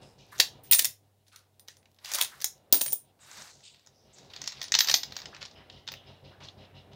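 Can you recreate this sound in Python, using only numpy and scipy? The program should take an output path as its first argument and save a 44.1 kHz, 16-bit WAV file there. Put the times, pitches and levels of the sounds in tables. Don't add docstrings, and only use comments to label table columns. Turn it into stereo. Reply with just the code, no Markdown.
import sys
import numpy as np
from scipy import signal
from scipy.fft import rfft, irfft
from scipy.io import wavfile
from scipy.ndimage import uniform_filter1d

SR = 44100
rng = np.random.default_rng(int(sys.argv[2]) if len(sys.argv) > 2 else 0)


def level_to_linear(level):
    exponent = np.asarray(level, float) / 20
    return 10 ** exponent


def pcm_store(signal):
    levels = np.round(np.clip(np.atleast_2d(signal), -1, 1) * 32767)
    wavfile.write(sys.argv[1], SR, levels.astype(np.int16).T)


N = 306495
T = np.arange(N) / SR
RIM_HZ = 6680
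HEAD_IN_S = 4.3
# mode_hz, width_hz, level_db
MUG_MODES = [(920, 31, 11.5), (1922, 76, -8), (2730, 47, -14), (3750, 220, -1.5), (4640, 110, -7.5),
             (6050, 130, -20)]


def band(x, lo_hz, hi_hz, order=2):
    return signal.sosfilt(signal.butter(order, [lo_hz, min(hi_hz, .45 * SR)], "band", fs=SR, output="sos"), x)


def resonate(x, hz, width_hz):
    return signal.lfilter(*signal.iirpeak(hz, hz / width_hz, fs=SR), x)


def unit(x):
    return x / np.sqrt(np.mean(x ** 2))


def curves(table, silent_db=None):
    s, *columns = np.transpose(table)
    return [np.interp(T, s, c, silent_db, silent_db) for c in columns]


def walk(rate_hz):
    k = int(SR / rate_hz)
    held = np.repeat(rng.standard_normal(N // k + 1), k)
    return unit(uniform_filter1d(held, k)[:N])


def add(out, start_s, sound):
    i = int(start_s * SR)
    out[i:i + len(sound)] += sound[:N - i]


def decay(t_s, t60_s):
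    return np.exp(-np.log(1000) * t_s / t60_s)


def engine(street_db, turn, puff):
    # tone_hz, level_db
    tones = [(60, -4.5), (137, 2.5), (190, -6.5), (226, -8), (287, -11.5), (398, -5), (535, -8.5),
             (630, -8), (765, -10), (950, -11.5)]
    # centre_hz, width_hz, level_db
    throat = [(1350, 80, -8), (2000, 45, -7), (2900, 150, 1.5), (3370, 680, -1), (3850, 300, -4),
              (5000, 250, -6.5)]
    throb = sum(level_to_linear(db + 1.2 * walk(8.4)) * np.sin(2 * np.pi * (hz * T + .15 * walk(7.5))) for hz, db in tones)
    gasp = uniform_filter1d(np.exp(-(((turn + 0.14) % 1) / 0.47) ** 3.1), 400)
    air = rng.standard_normal(N)
    wheeze = unit(band(sum(level_to_linear(db) * resonate(air, hz, w) for hz, w, db in throat), 1200, 5300, order=3))
    wheeze_db = -60 + 1.7 * street_db + walk(3.3) + 2.5 * walk(25)
    return level_to_linear(-54.5 + 1.2 * street_db) * puff * throb + level_to_linear(wheeze_db) * (0.36 + gasp) * wheeze


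def motor(puff):
    # start_s, pitch_hz, level_db
    speed = [
        (0.0, 106.9, -68.5),
        (0.79, 102, -64.5),
        (1.2, 98.95, -70),
        (2.3, 91.67, -71.5),
        (3.3, 98.3, -75.5),
        (4.86, 93.8, -72.5),
        (6.1, 93.26, -57.5),
        (6.95, 95.77, -56),
    ]
    pitch_hz, level_db = curves(speed)
    swing = 1 - 0.54 * (1 - puff) * np.clip((T - 2.2) / 4.1, 0, 1)
    return level_to_linear(level_db) * np.sqrt(2) * swing * np.sin(2 * np.pi * np.cumsum(pitch_hz) / SR)


def traffic(street_db, puff):
    # pitch_hz, density_db_per_hz
    spectrum = [(18, -43.5), (35, -19.5), (91, -5.5), (230, -10.5), (737, -10), (1190, -22.5),
                (2500, -29.5), (3500, -78)]
    hz, shape = np.fft.rfftfreq(N, 1 / SR), np.transpose(spectrum)
    gain = level_to_linear(np.interp(np.log(hz + 1), np.log(shape[0]), shape[1]))
    rumble = irfft(rfft(rng.standard_normal(N)) * gain, N)
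    rumble = rumble / np.std(band(rumble, 246.8, 640))
    heave_db = 3 * (puff - .8) * np.clip((T - 2.2) / 4.5, 0, 1)
    return level_to_linear(-60 + street_db + 2.5 * walk(12) + heave_db) * rumble


def outside():
    # start_s, level_db
    street = [(0.0, -4), (0.43, -5.5), (0.79, -2), (0.99, -15.5), (1.35, -17.5), (2.01, -16), (2.26, -9.5),
              (2.54, -14), (2.81, -4), (3.21, -16.5), (3.42, -7), (3.83, -16), (4.08, -7.5), (4.86, -1),
              (5.28, -4.5), (6.1, -1), (6.66, -1.5), (6.95, -0.5)]
    street_db = curves(street)[0]
    period_s, first_s = .1682, .043
    turn = (T - first_s) / period_s
    puff = (.5 + .5 * np.cos(2 * np.pi * turn)) ** 1.3
    return engine(street_db, turn, puff) + motor(puff) + traffic(street_db, puff)


def scuffs(slips):
    # start_s, rms_db, centre_hz, fade_s
    beak = [(0.318, -49.5, 1500, 0.034), (.396, -26.5, 11000, 0.017), (0.178, -57, 4600, 0.06),
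            (.322, -47.5, 1250, 0.028), (.41, -44, 800, 0.029), (1.32, -64, 8500, 0.046),
            (2.31, -50, 1370, 0.047), (3.27, -57, 1398, 0.093), (3.304, -49, 5260, 0.23),
            (5, -51.5, 3200, 0.05), (5.698, -46.5, 3000, 0.012), (3.628, -48.5, 3600, 0.076),
            (4.15, -55.5, 4900, 0.1), (5.335, -49, 2170, 0.031), (6.43, -44.5, 4100, 0.03),
            (5.325, -48, 1250, 0.033), (6.31, -57, 1300, 0.049), (4.9, -52.5, 3400, 0.065),
            (5.71, -54, 3800, .07), (6.1, -50, 730, .015), (6.405, -54.5, 900, .04),
            (6.05, -59, 2700, 0.052), (6.235, -61, 3200, 0.065), (6.57, -65, 3500, 0.049),
            (5.415, -46, 2200, 0.015), (5.451, -42, 4500, .008), (4.788, -44, 12500, 0.043),
            (4.885, -41, 11000, 0.028), (4.941, -40, 13000, 0.022)]
    # start_s, rms_db, centre_hz, fade_s
    feathers = [(.394, -31.5, 730, 0.007), (5.405, -45, 2300, 0.04), (.315, -53, 7000, 0.06),
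                (1.69, -52, 3800, 0.031), (1.315, -57, 2300, 0.06), (1.27, -64, 3500, 0.028),
                (2.727, -37, 1100, .03), (.637, -58, 3300, .045), (5.55, -57, 1500, .1),
                (6.6, -60, 1400, .2), (6.0, -60, 1500, .15), (2.04, -40, 3200, 0.14),
                (3.195, -55, 3700, 0.38), (.01, -59, 4200, 0.071), (6.402, -49.5, 2000, 0.053),
                (5.6, -55, 1100, 0.047)]
    # start_s, rms_db, centre_hz, fade_s
    quill = [(.402, -28, 2530, 0.013), (5.036, -52.5, 16000, 0.022), (5.168, -52.5, 16000, 0.027),
             (5.122, -59, 14300, .02), (.45, -51.5, 3300, 0.048), (3.2, -63, 3770, .04),
             (3.63, -53, 7350, 0.059), (5.95, -51.5, 3200, .06), (3.195, -57, 7500, .09),
             (3.3, -55, 7400, .07), (3.39, -52, 7500, .055), (3.5, -60, 7200, .04),
             (3.93, -63.5, 5400, 0.11), (4.129, -53, 7000, 0.033), (4.8, -46, 1295, 0.037),
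             (2.9, -44, 6100, 0.016), (.4, -23, 2150, .007), (2.445, -36, 6200, .03),
             (4.942, -30, 6000, .02), (1.684, -56, 1800, .02), (1.325, -57, 1300, .045),
             (6.485, -40, 3600, 0.0055), (5.698, -42.5, 3700, 0.007)]
    # start_s, rms_db, centre_hz, fade_s
    whistle = [(.02, -59.5, 5100, .06), (.02, -67, 2600, 0.045), (.19, -65, 2450, 0.082),
               (3.29, -57, 1520, 0.099), (5.55, -53.5, 2960, 0.045), (5.55, -61, 5100, .04),
               (5.58, -64, 2000, .05), (5.715, -56, 3050, 0.076), (5.77, -61, 2040, 0.042),
               (6.06, -62, 2900, .05), (6.06, -62.5, 4930, 0.038), (6.235, -66, 4880, .04),
               (6.57, -65, 4950, .04), (6.74, -59.5, 2850, .05)]
    out, t = np.zeros(N), np.arange(SR // 2) / SR
    for table, octaves in (beak, 0.95), (feathers, 2.2), (quill, .38), (whistle, .16):
        half = 2 ** (octaves / 2)
        for s, db, hz, fade_s in table:
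            rub = unit(band(slips[int(s * SR + hz):][:len(t)], hz / half, hz * half, order=3))
            fade = (1 - np.exp(-t / (0.16 * fade_s))) * np.exp(-t / fade_s) * np.cos(np.pi * t)
            add(out, s, level_to_linear(db) * fade * rub)
    return out


def scrape():
    # [(start_s, pressure_db)]
    spells = [
        ((-13.5, -17.5), [(0.28, -68), (0.378, -58), (0.42, -44)]),
        ((-2, 0), [(1.97, -82.5), (2.086, -52), (2.214, -39.5), (2.284, -60), (2.346, -63), (2.42, -63)]),
        ((-8, 0.81), [(3.19, -73), (3.262, -61), (3.402, -53), (3.5, -61), (3.56, -84)]),
        ((-26.5, -7.5), [(3.56, -72), (3.86, -72.5), (3.988, -83), (4.194, -63), (4.3, -69)]),
        ((-22.5, -6.5), [(4.3, -56.5), (4.522, -54), (4.64, -52.5), (4.8, -70), (4.88, -38.5), (5.002, -68), (5.194, -52.5), (5.308, -60), (5.55, -65)]),
    ]
    slips = rng.standard_normal(N + SR) * np.resize(level_to_linear(2.0 * walk(300) + walk(40)), N + SR)
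    wall = sum(level_to_linear(db) * resonate(slips[:N], hz, 2.2 * w) for hz, w, db in MUG_MODES[2:])
    body = unit(band(wall + 0.69 * slips[:N], 1900, 0.86 * RIM_HZ, order=4))
    bright = unit(band(slips[::-1][:N], 5600, 15000))
    hollow = unit(band(slips[-N:], 700, 2100))
    out = scuffs(slips)
    for (bright_db, hollow_db), pressure in spells:
        pressure_db = curves(pressure, silent_db=-120)[0]
        out += level_to_linear(pressure_db) * (body + level_to_linear(bright_db) * bright + level_to_linear(hollow_db) * hollow)
    return out


def contact(start_s, peak_db, centre_hz, edge_db, thud_db, contact_ms):
    size = 4096
    t = np.arange(size) / SR
    slap, head_in = contact_ms < 1.1, start_s > HEAD_IN_S
    tau_s = contact_ms * 0.00063
    chatter = 0.034 * (1 - np.exp(-t / 0.0025)) * np.exp(-t / 0.029)
    push = rng.standard_normal(size) * ((t / tau_s) ** 0.31 * np.exp(-t / tau_s) + chatter)
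    push[8] += 1.6
    wall = np.zeros(size)
    for hz, width_hz, db in MUG_MODES:
        luck, pull = rng.standard_normal(2)
        wall += level_to_linear(db + 3.0 * luck) * resonate(push, hz * (1 + 0.023 * pull), 1.3 * width_hz)
    spot = resonate(push, centre_hz, .38 * centre_hz)
    body = band(0.5 * wall + spot + 0.25 * push, 2400 if slap else 1700, 1.033 * RIM_HZ, order=5)
    base_hz = (230, 900) if slap else (600 if head_in else 430, 1700)
    thud = band(push, *base_hz)
    click = band(push, 10800 if head_in else 8000, 22000)
    parts = [(body, 0), (thud, thud_db), (click, edge_db + 11.0)]
    return sum(level_to_linear(peak_db + db) * p / np.abs(p).max() for p, db in parts)


def knocks():
    # start_s, peak_db, centre_hz, edge_db
    lift = [(0.3806, -34, 6270, -20), (0.3990, -5.5, 4194, -16), (0.635, -64.5, 3260, 4.5),
            (0.7111, -17.5, 3030, -10), (0.7228, -10.5, 3800, -9), (0.7307, -10.5, 3950, -5),
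            (0.7462, -14, 6050, -7), (0.7863, -18.5, 7200, -4.5), (0.7915, -11, 3700, -5.5),
            (0.8218, -29, 3670, 1.5), (0.845, -14, 4870, -7), (0.8525, -17.5, 3923, -2)]
    # start_s, peak_db, centre_hz, edge_db
    peck = [(1.266, -56, 3670, -22), (1.2812, -49.5, 4620, -17), (1.3593, -40, 4870, -10.5),
            (1.3906, -51, 4500, -20), (1.595, -43, 4900, -14), (1.677, -47, 3990, -16),
            (1.683, -30, 4230, -20.5), (1.768, -44, 6000, -19), (1.8284, -56, 2360, -22.5),
            (1.8557, -49, 2356, -38), (1.9144, -58.5, 4730, -10.5), (1.9863, -48, 3860, -30)]
    # start_s, peak_db, centre_hz, edge_db
    drag = [(2.0467, -27, 4400, -22.5), (2.1167, -23.5, 6650, -13.5), (2.136, -19, 5900, -10.5),
            (2.147, -19, 5540, -10), (2.1516, -19.5, 3900, -9), (2.1845, -20, 5800, -11.5),
            (2.2116, -11, 3750, -9), (2.2224, -18, 6260, -10), (2.2463, -24.5, 3620, -12.5),
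            (2.4028, -34, 5530, -20), (2.4142, -31, 4370, -9), (2.4195, -25.5, 4900, -12.5),
            (2.4428, -13, 5900, -9), (2.578, -58.5, 5000, -14.5)]
    # start_s, peak_db, centre_hz, edge_db
    settle = [
        (2.7432, -16, 6680, -33.5),
        (2.81, -21, 4600, -10),
        (2.8602, -25.5, 7150, -12.5),
        (2.8806, -30, 3900, -24),
        (2.9290, -41, 4130, 15.5),
    ]
    # start_s, peak_db, centre_hz
    probe = [(3.313, -36, 7240), (3.3716, -37, 5100), (3.4205, -33.5, 6540), (3.6055, -49.5, 7010),
             (3.7444, -46.5, 2920), (3.7942, -50.5, 5330), (3.8625, -46.5, 7000), (3.8711, -41.5, 5780),
             (4.1842, -40.5, 5800)]
    # start_s, peak_db, centre_hz
    dig = [(4.3353, -32, 3710), (4.3616, -29.5, 4500), (4.416, -25, 5800), (4.4393, -30.5, 5780),
           (4.459, -33.5, 5440), (4.475, -18.5, 5430), (4.5209, -31, 5410), (4.6146, -21, 4700),
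           (4.6264, -28, 4970), (4.6398, -24.5, 5070), (4.6813, -32, 5000)]
    # start_s, peak_db, centre_hz, extra_edge_db
    clatter = [(4.7197, -11, 5770, -0.5), (4.7398, -7.5, 3560, -11.5), (4.7500, -4.5, 4750, -5.5),
               (4.788, -6, 5100, 2.5), (4.805, -5, 3830, -1.5), (4.8444, -20, 6060, -3),
               (4.872, -19.5, 5010, 10), (4.8854, -9, 4700, -7.5), (4.8963, -11.5, 4730, -5),
               (4.9133, -10.5, 4900, 0), (4.9401, -3, 4400, 1), (5.032, -20.5, 4560, 1)]
    # start_s, peak_db, centre_hz, extra_edge_db
    stir = [(5.1077, -39, 4670, -4), (5.1213, -29.5, 3930, 8), (5.1653, -21.5, 4600, 10),
            (5.2175, -30, 4540, -9), (5.256, -27, 4100, -6), (5.3467, -36, 2770, -4),
            (5.3644, -37, 2455, -7), (5.4515, -32.5, 3913, -16), (5.5114, -46, 4130, -5),
            (5.698, -40.5, 3610, -11), (5.869, -43, 3980, -1.5), (5.8758, -27, 4090, 6),
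            (5.8863, -24.5, 3470, -4), (5.918, -28.5, 5000, 18), (5.9379, -31, 2650, 16),
            (6.486, -41, 3800, -8), (6.9316, -48, 3720, 1)]
    # start_s, peak_db, centre_hz, edge_db
    open_ticks = [(.3885, -31, 5200, -15), (.4045, -13, 6500, -10), (.265, -56, 4060, -12.5),
                  (.7405, -17.5, 4200, -5), (.7965, -17.5, 3592, -3.5), (1.5425, -69.5, 4000, -12),
                  (1.945, -57.5, 4500, -12), (1.963, -58, 4000, -17), (2.057, -28.5, 3440, -14),
                  (2.089, -38, 5560, -10), (2.1255, -31, 5740, -10), (2.1435, -21.5, 4500, -12),
                  (2.1555, -23.5, 4200, -12), (2.163, -34, 5500, -11.5), (2.1935, -32, 3720, -11),
                  (2.2085, -22, 4500, -9), (2.233, -28, 4480, -6), (2.8128, -18.5, 5000, -3.5),
                  (2.8628, -27, 5500, -7), (2.9268, -28.5, 4400, -10)]
    # start_s, peak_db, centre_hz
    deep_ticks = [(4.341, -38, 4500), (4.3725, -38, 2800), (4.4702, -33.5, 5800), (4.5268, -33, 5500),
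                  (4.607, -38, 5500), (4.6305, -28, 5500), (4.6515, -36, 5200), (4.7795, -39, 4500),
                  (4.7865, -26, 4200), (4.879, -21, 4500), (4.8995, -10.5, 4800), (4.9435, -12, 4500),
                  (5.156, -37, 4500), (5.1885, -32, 2600), (5.2015, -33, 4500), (5.2305, -44, 4210),
                  (5.4115, -39, 4870), (5.4175, -32, 4000), (5.4235, -41, 4600), (5.427, -25.5, 4200),
                  (5.4335, -47, 4600), (5.4385, -45, 5000), (5.4585, -35, 4500), (5.9275, -34, 4200),
                  (6.436, -44, 5390), (6.448, -38, 3820)]
    # start_s, peak_db, centre_hz, edge_db, thud_db
    slaps = [
        (2.7254, -4.5, 4420, -6, -24),
        (2.729, -6, 4600, -12, -22.5),
        (2.8150, -15, 6500, -2.5, -14),
        (2.817, -20.5, 5300, -2, -16),
        (2.923, -24, 5000, 1, -20.5),
    ]
    # knocks, thud_db, contact_ms, shaded_edge_db
    bouts = [(lift, -20, 4, 0), (peck, -17.5, 3.1, 0), (drag, -17.5, 3.02, 0), (settle, -16, 2.7, 0),
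             (probe, -13, 2.8, -28.5), (dig, -18.5, 3.45, -32), (clatter, -20, 3.56, -28.5),
             (stir, -13, 3.3, -39.5), (open_ticks, -18.5, 1.7, 0), (deep_ticks, -16.5, 1.5, -39)]
    rows = [(*slap, 0.24) for slap in slaps]
    for table, thud_db, contact_ms, shade_db in bouts:
        for s, db, hz, *edge_db in table:
            rows.append((s, db, hz, sum(edge_db) + shade_db, thud_db, contact_ms))
    out = np.zeros(N)
    for row in rows:
        add(out, row[0] + 0.00043, contact(*row))
    return out


def thumps():
    # start_s, peak_db, mode_hz, t60_s
    landings = [(.396, -37, 190, 0.033), (.4, -36.5, 705, .04), (.819, -48, 290, .05),
                (2.15, -42, 560, .06), (2.185, -38, 1000, .03), (2.7255, -25.5, 324, 0.043),
                (2.7275, -25.5, 620, 0.039), (2.742, -37, 300, 0.088), (2.772, -42.5, 300, .1),
                (2.8115, -31, 442, 0.048), (2.812, -39, 230, 0.05), (2.862, -41, 555, .05),
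                (2.926, -40.5, 774, 0.048), (2.927, -42, 430, 0.078), (3.38, -58, 210, .2),
                (4.427, -48, 275, 0.053), (4.939, -41, 290, .06)]
    out, t = np.zeros(N), np.arange(SR // 4) / SR
    for s, db, hz, t60_s in landings:
        add(out, s, level_to_linear(db) * (1 - np.exp(-t / .0008)) * decay(t, t60_s) * np.sin(2 * np.pi * hz * t))
    return out


def rings(table, hz, caught_s):
    split_hz, twin_db = 110, -6
    hang_s = .7
    out, rock = np.zeros(N), np.resize(walk(150), N + SR)
    t = np.arange(int(.4 * SR)) / SR
    stops_s = np.sort([row[0] for row in table] + caught_s + [N])
    for s, db, t60_s in table:
        luck = rng.random(4)
        left_s = stops_s[stops_s > s + .003][0] - s
        tumble = 1 if s > hang_s else .1
        i = int(s * SR)
        sway = .8 * tumble * rock[i + SR // 2:][:len(t)]
        fade = decay(t, t60_s) * decay(np.maximum(t - left_s, 0), 0.036)
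        twin_hz = hz - split_hz * (.9 + .25 * luck[0])
        twin = level_to_linear(twin_db + 1.5 - 3.0 * luck[2]) * np.sin(2 * np.pi * (twin_hz * t + .25 + 0.18 * luck[1]))
        third_hz = hz + split_hz * (0.81 + luck[3])
        third = level_to_linear(twin_db - 11) * np.sin(2 * np.pi * (third_hz * t + luck[0]))
        tone = np.sin(2 * np.pi * hz * t + sway) + tumble * (twin + third)
        tone = tone * level_to_linear(1.6 * tumble * rock[i:][:len(t)])
        add(out, s, level_to_linear(db - 3.0) * (1 - np.exp(-t / 0.00054)) * fade * tone)
    return out


def ringing_coins():
    # start_s, peak_db, t60_s
    thick_low = [(0.636, -51, 0.3), (0.7124, -14, 0.19), (0.7494, -17.5, 0.3), (2.154, -21.5, .035),
                 (2.7252, -25.5, 0.17), (2.7442, -24, 0.24), (2.814, -20.5, 0.1), (2.862, -27.5, 0.39),
                 (2.9292, -30, 0.18)]
    # start_s, peak_db, t60_s
    thick_high = [(0.6336, -48, 0.49), (0.7115, -9, 0.18), (0.7331, -17, .2), (0.7848, -22, .13),
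                  (2.7248, -6, 0.15), (2.813, -21, 0.27), (2.9295, -14, 0.07), (5.92, -38, .06)]
    # start_s, peak_db, t60_s
    wide_low = [(2.222, -29, .14), (2.4428, -21, 0.03), (2.452, -37, .15), (4.8994, -28, .2),
                (4.9412, -28, 0.2)]
    # start_s, peak_db, t60_s
    wide_high = [(2.22, -30, 0.12), (2.4428, -31, .09), (4.7589, -40, .1), (4.805, -17, 0.2),
                 (4.8854, -25, 0.15), (4.912, -25, .2), (4.9429, -17, .19)]
    # start_s, peak_db, t60_s
    bent_low = [(1.2694, -66, 0.17), (1.3608, -52.5, 0.12), (1.5943, -54, 0.13), (1.7689, -63, 0.19)]
    # start_s, peak_db, t60_s
    bent_high = [(1.36, -62, .19), (1.5948, -55, 0.15), (1.7684, -71, .098)]
    # start_s, peak_db, t60_s
    thin_low = [(4.418, -44, 0.022), (4.4755, -31, .03), (4.6304, -40.5, 0.15), (4.79, -23.5, 0.087)]
    # start_s, peak_db, t60_s
    thin_high = [(4.6282, -30, .05), (4.786, -23, .2), (4.81, -26, .15)]
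    caught_low_s = [.788, 2.165, 2.455, 4.805, 5.02]
    caught_high_s = [.845, 2.24, 4.649, 4.872, 5.025]
    purse = [(thick_low, thick_high, 9140, 15150), (wide_low, wide_high, 8980, 14200),
             (bent_low, bent_high, 9400, 14450), (thin_low, thin_high, 9280, 15400)]
    out = np.zeros(N)
    for low, high, low_hz, high_hz in purse:
        out += rings(low, low_hz, caught_low_s) + rings(high, high_hz, caught_high_s)
    return level_to_linear(-9 * (T > HEAD_IN_S)) * out


def room(x):
    t60_s, tail_db, dull_hz = 0.2, -9, 10000
    t = np.arange(int(.5 * SR)) / SR
    fade = decay(t, t60_s) * (1 - np.exp(-(t / .003) ** 2))
    noise = rng.standard_normal(len(t))
    dull = band(noise, 300, dull_hz, order=1)
    tail = fade * (dull + (noise - dull) * np.exp(-t / .1))
    return x + level_to_linear(tail_db) * signal.fftconvolve(x, tail / np.sqrt(np.sum(tail ** 2)))[:N]


def scene():
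    far, rubs, hits, shelf, ringing = outside(), scrape(), knocks(), thumps(), ringing_coins()
    wet = .5
    coins = room(hits + wet * ringing) + (1 - wet) * ringing
    noise = rng.standard_normal(N)
    hiss = level_to_linear(-77.5) * (noise + 0.48 * resonate(noise, 3600, 1600))
    mono = coins + shelf + rubs + far + hiss
    side = level_to_linear(-15) * band(hits * rng.standard_normal(N), 4700, 13500, order=5)
    side = side + level_to_linear(-85) * band(rng.standard_normal(N), 4000, 16000)
    side = side + level_to_linear(-35.5) * walk(30) * band(mono, 25, 2400, order=1)
    return np.array([mono + side, mono - side])


def low_pass(x):
    return signal.sosfilt(signal.butter(12, 16800, fs=SR, output="sos"), x)


def record(dry):
    x = band(np.tanh(dry * .4) / .4, 40, 19000)
    x = signal.sosfilt(signal.ellip(6, .5, 35, 15700, fs=SR, output="sos"), x)
    return low_pass(x)


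dry = scene()
out = record(dry)
pcm_store(out)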